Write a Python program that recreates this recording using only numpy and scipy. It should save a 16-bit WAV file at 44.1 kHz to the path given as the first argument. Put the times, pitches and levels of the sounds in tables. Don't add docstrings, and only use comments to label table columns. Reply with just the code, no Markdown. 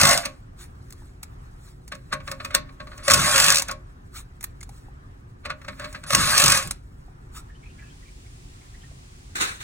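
import sys
import numpy as np
from scipy import signal
from scipy.fft import rfft, irfft, next_fast_len
from scipy.io import wavfile
from scipy.ndimage import map_coordinates

SR = 44100
rng = np.random.default_rng(int(sys.argv[2]) if len(sys.argv) > 2 else 0)


def generate_wav(signal):
    frames = np.transpose(np.atleast_2d(signal))
    scaled = np.clip(frames, -1, 1) * 32767
    pcm = np.round(scaled).astype(np.int16)
    wavfile.write(sys.argv[1], SR, pcm)


N = 424683
TIME = np.arange(N) / SR


def amp(db):
    return 10 ** (np.asarray(db) / 20)


def unit(x):
    return x / np.sqrt(np.mean(x ** 2) + 1e-20)


def along(points, hz):
    f, v = np.transpose(points)
    return np.interp(np.log(hz + 1), np.log(f + 1), v)


def wobble(rate):
    knots = rng.standard_normal(int(N * rate / SR) + 4)
    return map_coordinates(knots, [TIME * rate], order=2)


def filtered(x, response):
    m = next_fast_len(N + SR // 4)
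    return irfft(rfft(x, m) * response(np.fft.rfftfreq(m, 1 / SR)), m)[..., :N]


# (f/Hz, side minus mid level/dB)
NEAR_WIDTH = [(60, -19), (87, -17.5), (130, -21), (180, -14), (260, -8), (380, -12.5), (550, -8),
              (790, 2.5), (1140, -3), (1650, -15.5), (2380, 1), (3440, 3), (4970, 5.5), (7180, -12),
              (10400, 1.5), (15000, 3.5)]
# (f/Hz, side minus mid level/dB)
SHOP_WIDTH = [(30, -29), (120, -20.5), (300, -2), (1000, 8), (4000, 1.5)]


def noise(spectrum, width, grain_db=0, patchy_db=0, direct=True):
    pair = rng.standard_normal((2, N)) * amp(grain_db * wobble(1500))
    if patchy_db:
        z = signal.stft(pair, nperseg=512)[2]
        patch = np.outer(np.hanning(5), np.hanning(9))
        field = signal.fftconvolve(rng.standard_normal(z.shape[1:]), patch, "same")
        pair = signal.istft(z * amp(patchy_db * unit(field)), nperseg=512)[1][:, :N]
    size = next_fast_len(N)
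    hz = np.fft.rfftfreq(size, 1 / SR)
    mid, other = rfft(pair, size)
    phase_share = .82 if direct else 0
    side = 1j * np.sqrt(phase_share) * mid + np.sqrt(1 - phase_share) * other
    side = amp(along(width, hz)) * side
    stereo = np.array([mid + side, mid - side])
    return unit(irfft(amp(along(spectrum, hz)) * stereo, size)[:, :N])


def bursts(rows):
    power = np.zeros(N)
    for s, db, rise, t60 in rows:
        near = slice(max(int((s - .05) * SR), 0), int((s + .4) * SR))
        t = TIME[near] - s
        slope_db = np.where(t < 0, 20 * t / max(abs(rise), 1e-4), -60 * t / t60)
        power[near] += amp(db + slope_db) ** 2
    return np.sqrt(power)


def swells(rows):
    return sum(amp(db) * np.exp(-np.minimum(((TIME - s) / half) ** 2, 50)) for s, db, half in rows)


# (f/Hz, level/dB, t60/s)
HOUSING_MODES = [(138.6, -5, 0.18), (271.1, -9.5, 0.66), (311, -9, .2), (542.2, -1, .25), (599, -6, 0.18),
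                 (610.7, -3.5, 0.25), (1093, 2, 0.1), (1200, -11.5, 0.043), (1461, -7.5, 0.086),
                 (1580, -5.5, .07), (1840, -4.5, 0.069), (2180, -8.5, 0.14), (2465, -4.5, 0.085),
                 (2703, -6.5, 0.063), (5992, -1.5, 0.075), (6320, -6.5, 0.053), (7680, 0, 0.03),
                 (8200, 1.5, .05)]
# (f/Hz, level/dB, t60/s)
CORNER_MODES = [(553, 4, 0.11), (686, 3.5, .14), (763, 0.5, 0.12), (2090, -2.5, .08)]
# (f/Hz, level/dB, t60/s)
EXTENSION_MODES = [(536, -2, 0.057), (590, 0, 0.046), (1087, -5.5, 0.08), (2660, -8, .05)]


def casting(x, modes):
    t = np.arange(SR // 2) / SR
    ring = np.zeros(len(t))
    for hz, db, t60 in modes:
        ring += amp(db - 60 * t / t60) * np.sin(2 * np.pi * hz * t + rng.uniform(0, 2 * np.pi))
    return signal.fftconvolve(x, ring[None] / np.linalg.norm(ring), axes=1)[:, :N]


# (f/Hz, t60/s)
BAY_DECAY = [(200, .35), (1500, 0.28), (10000, 0.09)]


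def bay(x):
    hz, t, z = signal.stft(rng.standard_normal((2, SR // 2)), SR, nperseg=256)
    decay = amp(-60 * t / along(BAY_DECAY, hz)[:, None])
    tail = signal.istft(z * decay, SR, nperseg=256)[1]
    return signal.fftconvolve(x, tail / np.linalg.norm(tail[0]), axes=1)[:, :N]


# (f/Hz, width/Hz, depth/dB)
ANTIPHASE = [(3164, 310, 4.5), (4930, 470, 6.5)]


def ports(x):
    mid = x.mean(axis=0)

    def dips(hz):
        return amp(-sum(db * np.exp(-((hz - centre) / width) ** 2) for centre, width, db in ANTIPHASE))

    return x - mid + filtered(mid, dips)


# (f/Hz, level/dB per Hz)
RUMBLE = [(12, -31), (20, -5), (43, 2), (91, -3.5), (123, -3.5), (204, -16.5), (291, -16.5), (328, -28),
          (358, -15.5), (386, -23.5), (700, -37.5), (910, -60.5), (1540, -120)]
# (f/Hz, level/dB per Hz)
SHOP = [(290, -30.5), (500, -20.5), (729, -6.5), (933, -9), (1090, -7.5), (1840, -10.5), (2100, -16),
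        (4470, -27), (5240, -24), (16000, -45.5)]
# (f/Hz, level/dB per Hz)
HISS = [(1180, -35.5), (2000, -4), (4940, -4), (8400, -4.5), (11300, -14), (12100, -34), (13300, -18.5),
        (16000, -16)]
HISS_DB, HISS_MIDWAY_S, HISS_SWELL_S = -55.5, 7.65, .16


def workshop():
    rumble = amp(-44 + .9 * wobble(6)) * noise(RUMBLE, SHOP_WIDTH, direct=False)
    wash = amp(-58.5 + 1.2 * wobble(5.1)) * noise(SHOP, SHOP_WIDTH, patchy_db=2, direct=False)
    hiss_gain = amp(HISS_DB) / (1 + np.exp((HISS_MIDWAY_S - TIME) / HISS_SWELL_S))
    return rumble + wash + hiss_gain * noise(HISS, SHOP_WIDTH, direct=False)


# (trigger squeezed t/s, bolt breaks loose t/s, trigger released t/s,
# free motor speed f/Hz, whirr level/dB)
RUNS = [(-0.4, -0.299, 0.125, 364, -19.5), (3.032, 3.15, 3.514, 417.8, -19.5),
        (6.063, 6.16, 6.555, 414.6, -20)]
ATTACK_S, ATTACK_DB, RELEASE_DB_PER_S = 0.069, 22.5, 205
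LOAD_SAG_HZ, SPIN_UP_S = 100.1, .085
LOAD_DIP_DB, SWELL_S = 5, .17


def drive():
    effort, speed = np.zeros(N), np.zeros(N)
    for on, loose, off, free_hz, db in RUNS:
        run = TIME >= on
        t = TIME[run]
        free_s = np.maximum(t - loose, 0)
        attack_db = ATTACK_DB * np.maximum(1 - (t - on) / ATTACK_S, 0)
        load_db = LOAD_DIP_DB * np.exp(-free_s / SWELL_S)
        release_db = RELEASE_DB_PER_S * np.maximum(t - off, 0)
        effort[run] = amp(db - attack_db - load_db - release_db)
        speed[run] = free_hz - LOAD_SAG_HZ * np.exp(-free_s / SPIN_UP_S)
    return effort, speed


# (f/Hz, level/dB per Hz)
WHIRR = [(240, -49), (400, -12.5), (562, -13), (839, -4), (1070, 0), (1870, 0), (2400, -7), (3160, -6),
         (8110, -5), (11000, -12.5), (11800, -31.5), (12300, -59.5), (12900, -26), (13500, -10),
         (16000, -31)]
# (multiple of the motor speed, level/dB within the whine)
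GEAR_ORDERS = [(4, -6), (6, -3), (8, -8), (18, -1), (21, -5), (24, -2)]


def motor():
    effort, speed = drive()
    turns = np.cumsum(speed * (1 + .005 * wobble(60))) / SR
    mesh = 1 + 0.22 * np.cos(2 * np.pi * turns)
    whirr = amp(2 + wobble(150)) * noise(WHIRR, NEAR_WIDTH, grain_db=0.6, patchy_db=3.0) * mesh
    whine = np.zeros(N)
    for order, db in GEAR_ORDERS:
        phase = 2 * np.pi * order * turns + 0.31 * wobble(200)
        whine += amp(db + 4 * wobble(60)) * np.sin(phase)
    return effort * (whirr + amp(-13) * whine)


# (f/Hz, level/dB per Hz)
SHUDDER = [(25, -12), (50, -2), (90, -0.5), (145, 1), (220, -3), (300, -12.5), (500, -18), (900, -59.5)]
SHUDDER_DB, JOLT_SHUDDER_DB, SHUDDER_T60_S = -17, -7.5, .35


def shudder():
    effort, _ = drive()
    jolted = bursts((s + .015, db + JOLT_SHUDDER_DB, .02, SHUDDER_T60_S) for s, db in JOLTS)
    return (amp(SHUDDER_DB) * effort + jolted) * noise(SHUDDER, SHOP_WIDTH)


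# (first blow t/s, number of blows, gap/s, clash level/dB, body level/dB),
# both levels before the trims in hammer()
VOLLEYS = [(-0.008, 4, .0197, -4, -12.5), (0.0693, 4, .0197, -6.5, -18), (3.0792, 2, .0195, -8, -6),
           (3.1074, 2, .0075, -5.5, -16), (3.1345, 2, .006, -3.5, -12.5), (3.3577, 3, .0206, -4, -13),
           (3.441, 5, .02, -7, -21.5), (3.5435, 5, .0127, -9, -24.5), (6.104, 2, .027, -15, -18),
           (6.377, 8, .0203, -5, -19)]
# (t/s, clash level/dB, body level/dB), before the same trims
LAST_BLOWS = [(0.174, -9.5, -17), (6.1474, -1.5, -12), (6.5735, -9.5, -22.5)]
# (f/Hz, level/dB per Hz)
STEEL = [(1470, -39), (2500, -3), (3230, -7.5), (5070, -2.5), (5780, 0.5), (8140, -2.5), (10500, -8),
         (12000, -26.5), (14600, -7.5), (16000, -20)]
# (f/Hz, level/dB per Hz)
DULL_METAL = [(150, -18), (260, -9), (380, -13), (570, -2), (800, -11), (1100, 0.5), (2150, -3),
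              (3100, -14.5), (4200, -11.5), (5000, -20.5), (9000, -29.5), (14000, -59)]
BLOW_SCATTER_DB = 1.1


def hammer():
    blows = list(LAST_BLOWS)
    for s, count, gap, db, body_db in VOLLEYS:
        for k in range(round(count)):
            blows.append((s + k * gap, db + BLOW_SCATTER_DB * rng.standard_normal(), body_db))
    clash = bursts((s + 0.0023, db - 4.0, .003, .032) for s, db, _ in blows)
    thud = bursts((s + .002, body_db - 5, .003, .05) for s, _, body_db in blows)
    steel = noise(STEEL, NEAR_WIDTH, grain_db=1.4, patchy_db=1.5)
    return clash * steel + thud * noise(DULL_METAL, NEAR_WIDTH, grain_db=0.3, patchy_db=3.5)


# (t/s, level/dB before the trims in jolts() and shudder())
JOLTS = [(0.009, -18.5), (3.099, -20.5), (3.164, -20), (6.133, -21.5), (6.172, -22), (6.429, -21),
         (6.65, -29)]


def jolts(mount_hz=142, t60=0.15):
    out = np.zeros(N)
    t = np.arange(SR // 3) / SR
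    for s, db in JOLTS:
        envelope = amp(db - 3 - 60 * t / t60) * (1 - np.exp(-t / 0.0039))
        out[round(s * SR):][:len(t)] += envelope * np.sin(2 * np.pi * mount_hz * t)
    return out


# (t/s, level/dB, half length/s)
BRUSHES = [(0.622, -43, .03), (1.03, -64.5, .09), (1.68, -55.5, .05), (2.3, -49, 0.045), (2.45, -53.5, .05),
           (2.97, -59, .1), (4.177, -38, 0.031), (4.77, -60, .06), (5.85, -55, 0.17), (7.373, -41, 0.028)]
# (f/Hz, level/dB per Hz)
CLOTH = [(410, -56.5), (700, -22), (1260, -6.5), (2990, -21), (3790, -16.5), (5060, -20), (7790, -12.5),
         (10500, -20.5), (12200, -25.5), (16000, -20.5)]
WORK_ENDS_S, RUB_DB = 7.5, -68


def sleeve():
    rub = amp(RUB_DB + 1.8 * wobble(30) + 1.4 * wobble(4)) * (TIME < WORK_ENDS_S)
    return (rub + swells(BRUSHES)) * noise(CLOTH, NEAR_WIDTH, grain_db=2.0, patchy_db=3.5)


# (t/s, level/dB before the trims in rattle() and socket(),
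# half length/s)
FUMBLE = [(2.519, -49, .19), (3.021, -47.5, .09), (5.9, -50.5, .14)]
RATTLE_DB, RATTLE_SCATTER_DB = 3, 2.5
KNOCK_RISE_S = 0.0046


def rattle(count=5):
    contacts = []
    for s, db, half in FUMBLE:
        for _ in range(count):
            contact_s = s + half * rng.uniform(-1.5, 1.5)
            contact_db = db + RATTLE_DB + RATTLE_SCATTER_DB * rng.standard_normal()
            contacts.append((contact_s, contact_db, KNOCK_RISE_S, .06))
    return bursts(contacts)


# (t/s, knock level/dB, click level/dB), before the trims in socket()
KNOCKS = [(0.254, -17, -21), (1.92, -17, -38), (1.947, -33, -37), (2.126, -14, -32), (2.133, -17, -26.5),
          (2.202, -31, -60), (2.276, -18.5, -38), (2.314, -18.5, -30.5), (2.401, -21.5, -55),
          (2.448, -19, -32), (2.506, -24, -47.5), (2.547, -8, -11), (2.802, -22.5, -54), (2.87, -29, -52.5),
          (2.978, -34, -41.5), (3.684, -26, -28), (3.712, -25.5, -22.5), (5.455, -19, -36),
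          (5.501, -17, -42), (5.615, -33, -58), (5.646, -29.5, -55), (5.682, -16.5, -40),
          (5.796, -23, -40.5), (5.844, -20.5, -38.5), (5.947, -21, -51), (6.037, -25.5, -39.5)]
# (t/s, level/dB, rise/s, t60/s)
SKIDS = [(0.235, -34.5, .012, 0.18), (2.130, -32, 0.019, 0.064), (2.549, -26, 0.0092, 0.054),
         (3.695, -29, .02, .11), (5.458, -33, 0.016, 0.061), (5.505, -35, 0.018, 0.078),
         (5.82, -42, 0.07, 0.27)]


def socket():
    knock = bursts((s + 0.002, db - 10.5, KNOCK_RISE_S, .07) for s, db, _ in KNOCKS)
    click = bursts((s + 0.0018, click_db + 0.5, KNOCK_RISE_S, .035) for s, _, click_db in KNOCKS)
    bump = bursts((s + 0.0063, db - 25, .006, .25) for s, db, _ in KNOCKS)
    rub = amp(-9.5 + 3.3 * wobble(50)) * swells(FUMBLE)
    dull = knock + bursts(SKIDS) + rub + rattle()
    metal = dull * noise(DULL_METAL, NEAR_WIDTH, grain_db=1.5, patchy_db=1.5)
    bright = click * noise(STEEL, NEAR_WIDTH, grain_db=6.5, patchy_db=2.0)
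    return metal + bright + bump * noise(SHUDDER, SHOP_WIDTH)


# (t/s, level/dB before the trim in taps(), f/Hz)
TAPS = [(0.649, -50.5, 2100), (0.935, -47.5, 1110), (1.02, -44, 856), (1.233, -43.5, 870),
        (4.612, -37.5, 2110), (4.692, -37, 824), (4.884, -39, 813), (7.081, -43, 766.1), (8.914, -44, 650)]


def taps(t60=0.028):
    out = np.zeros(N)
    t = np.arange(SR // 8) / SR
    for s, db, hz in TAPS:
        phase = 2 * np.pi * hz * t + 0.054 * np.cumsum(rng.standard_normal(len(t)))
        envelope = amp(db + 1.0 - 60 * t / t60) * (1 - np.exp(-t / 0.001))
        out[round(s * SR):][:len(t)] += envelope * np.sin(phase)
    return out


# (t/s, tick level/dB, snap level/dB), before the trims in ticks()
TICKS = [(0.903, -35, -46), (0.923, -32, -44.5), (1.229, -21, -36), (1.877, -29.5, -48.5),
         (3.619, -12, -25.5), (4.407, -31, -47.5), (4.427, -29.5, -35.5), (4.439, -19.5, -23),
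         (4.607, -32, -55.5), (4.628, -27, -50), (4.69, -36.5, -53), (5.926, -27.5, -60.5),
         (6.624, -17, -41.5), (6.672, -23, -35.5), (6.708, -12.5, -33.5)]
# (f/Hz, level/dB per Hz)
TICK = [(400, -27), (800, -6.5), (2200, -4), (3100, -13.5), (4000, -8.5), (5000, -9.5), (7000, -1),
        (10500, -7), (12500, -22.5), (16000, -23.5)]
# (f/Hz, level/dB per Hz)
SNAP = [(6000, -30.5), (10000, -4), (13500, -1), (16000, -1)]


def ticks():
    tick = bursts((s + 0.0027, db - 8.0, .003, .035) for s, db, _ in TICKS)
    snap = bursts((s + .002, snap_db + 4, .002, .025) for s, _, snap_db in TICKS)
    body = tick * noise(TICK, NEAR_WIDTH, grain_db=3.0, patchy_db=1.5)
    return body + snap * noise(SNAP, NEAR_WIDTH, grain_db=1.0)


def trigger(start_hz=10100, sag_per_s=.7, level_db=-41):
    out = np.zeros(N)
    t = np.arange(SR // 10) / SR
    phase = 2 * np.pi * start_hz * (t - sag_per_s * t * t / 2)
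    whistle = amp(level_db) * signal.windows.tukey(len(t), .2) * np.sin(phase)
    for on, *_ in RUNS:
        if on > 0:
            out[round(on * SR):][:len(t)] += whistle
    return out


# (t/s, level/dB before the trim in chirps(), f/Hz)
CHIRPS = [(7.5, -45.5, 1700), (7.635, -44, 2318), (7.659, -42.5, 2474), (7.791, -44.5, 2313),
          (7.822, -42, 1709), (8.082, -47.5, 2290), (8.745, -46, 1872), (8.838, -45, 1745)]
TWITTER_START_S, TWITTER_S, TWITTER_DB = 7.5, 1.5, -50.5
TWITTER_HZ, TWITTER_SPREAD = 2310, 0.18


def chirps(glide_per_s=3, half=0.0095, count=14):
    out = np.zeros(N)
    t = np.arange(-SR // 20, SR // 20) / SR
    calls = list(CHIRPS)
    for _ in range(count):
        s = TWITTER_START_S + TWITTER_S * rng.triangular(0, .2, 1)
        calls.append((s, TWITTER_DB, TWITTER_HZ * np.exp(TWITTER_SPREAD * rng.standard_normal())))
    for s, db, hz in calls:
        roughness = 0.13 * np.cumsum(rng.standard_normal(len(t)))
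        phase = 2 * np.pi * hz * (t + glide_per_s * t * t / 2) + roughness
        chirp = amp(db - 6.0) * np.exp(-(t / half) ** 2) * np.sin(phase)
        out[round((s + t[0] + .005) * SR):][:len(t)] += chirp
    return out + amp(-4.0) * bay(out[None])


# (t/s, level/dB, rise/s, t60/s)
SCRAPES = [(9.352, -26, 0.0035, 0.37), (9.396, -17, 0.016, 0.26), (9.451, -32, 0.028, .4),
           (9.595, -35, .012, .4)]
# (f/Hz, level/dB per Hz)
SCRAPE = [(88, -40), (150, -10), (303, -6.5), (702, -15), (1660, -3.5), (3220, -9.5), (3840, -4),
          (4760, -13), (9080, -10.5), (12200, -35.5), (13400, -23.5), (16000, -22)]


def scrape():
    drag = bursts((s + rise, db, rise, t60) for s, db, rise, t60 in SCRAPES)
    return drag * noise(SCRAPE, SHOP_WIDTH, grain_db=1.5, patchy_db=2.5, direct=False)


def scene():
    driver, knocks = motor() + hammer(), socket()
    housing = casting(amp(-13.5) * driver + amp(-11.5) * knocks, HOUSING_MODES)
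    on_first_bolt = TIME < RUNS[1][0]
    corner = amp(-8.0) * casting(driver * on_first_bolt, CORNER_MODES)
    extension = amp(-18) * casting(driver, EXTENSION_MODES)
    tool = driver + knocks + shudder() + jolts() + trigger()
    hands = sleeve() + taps() + ticks() + scrape()
    near = tool + hands + housing + corner + extension
    return ports(near + amp(-15) * bay(near)) + chirps() + workshop()


def record(dry, notch_hz=12200, width_hz=600, depth_db=8, top_hz=16100):
    rounded = dry / (1 + np.abs(dry) ** 6) ** (1 / 6)

    def response(hz):
        notch_db = -depth_db * np.exp(-((hz - notch_hz) / width_hz) ** 2)
        return amp(notch_db) * (hz < top_hz)

    return filtered(rounded, response)


dry = scene()
out = record(dry)
generate_wav(out)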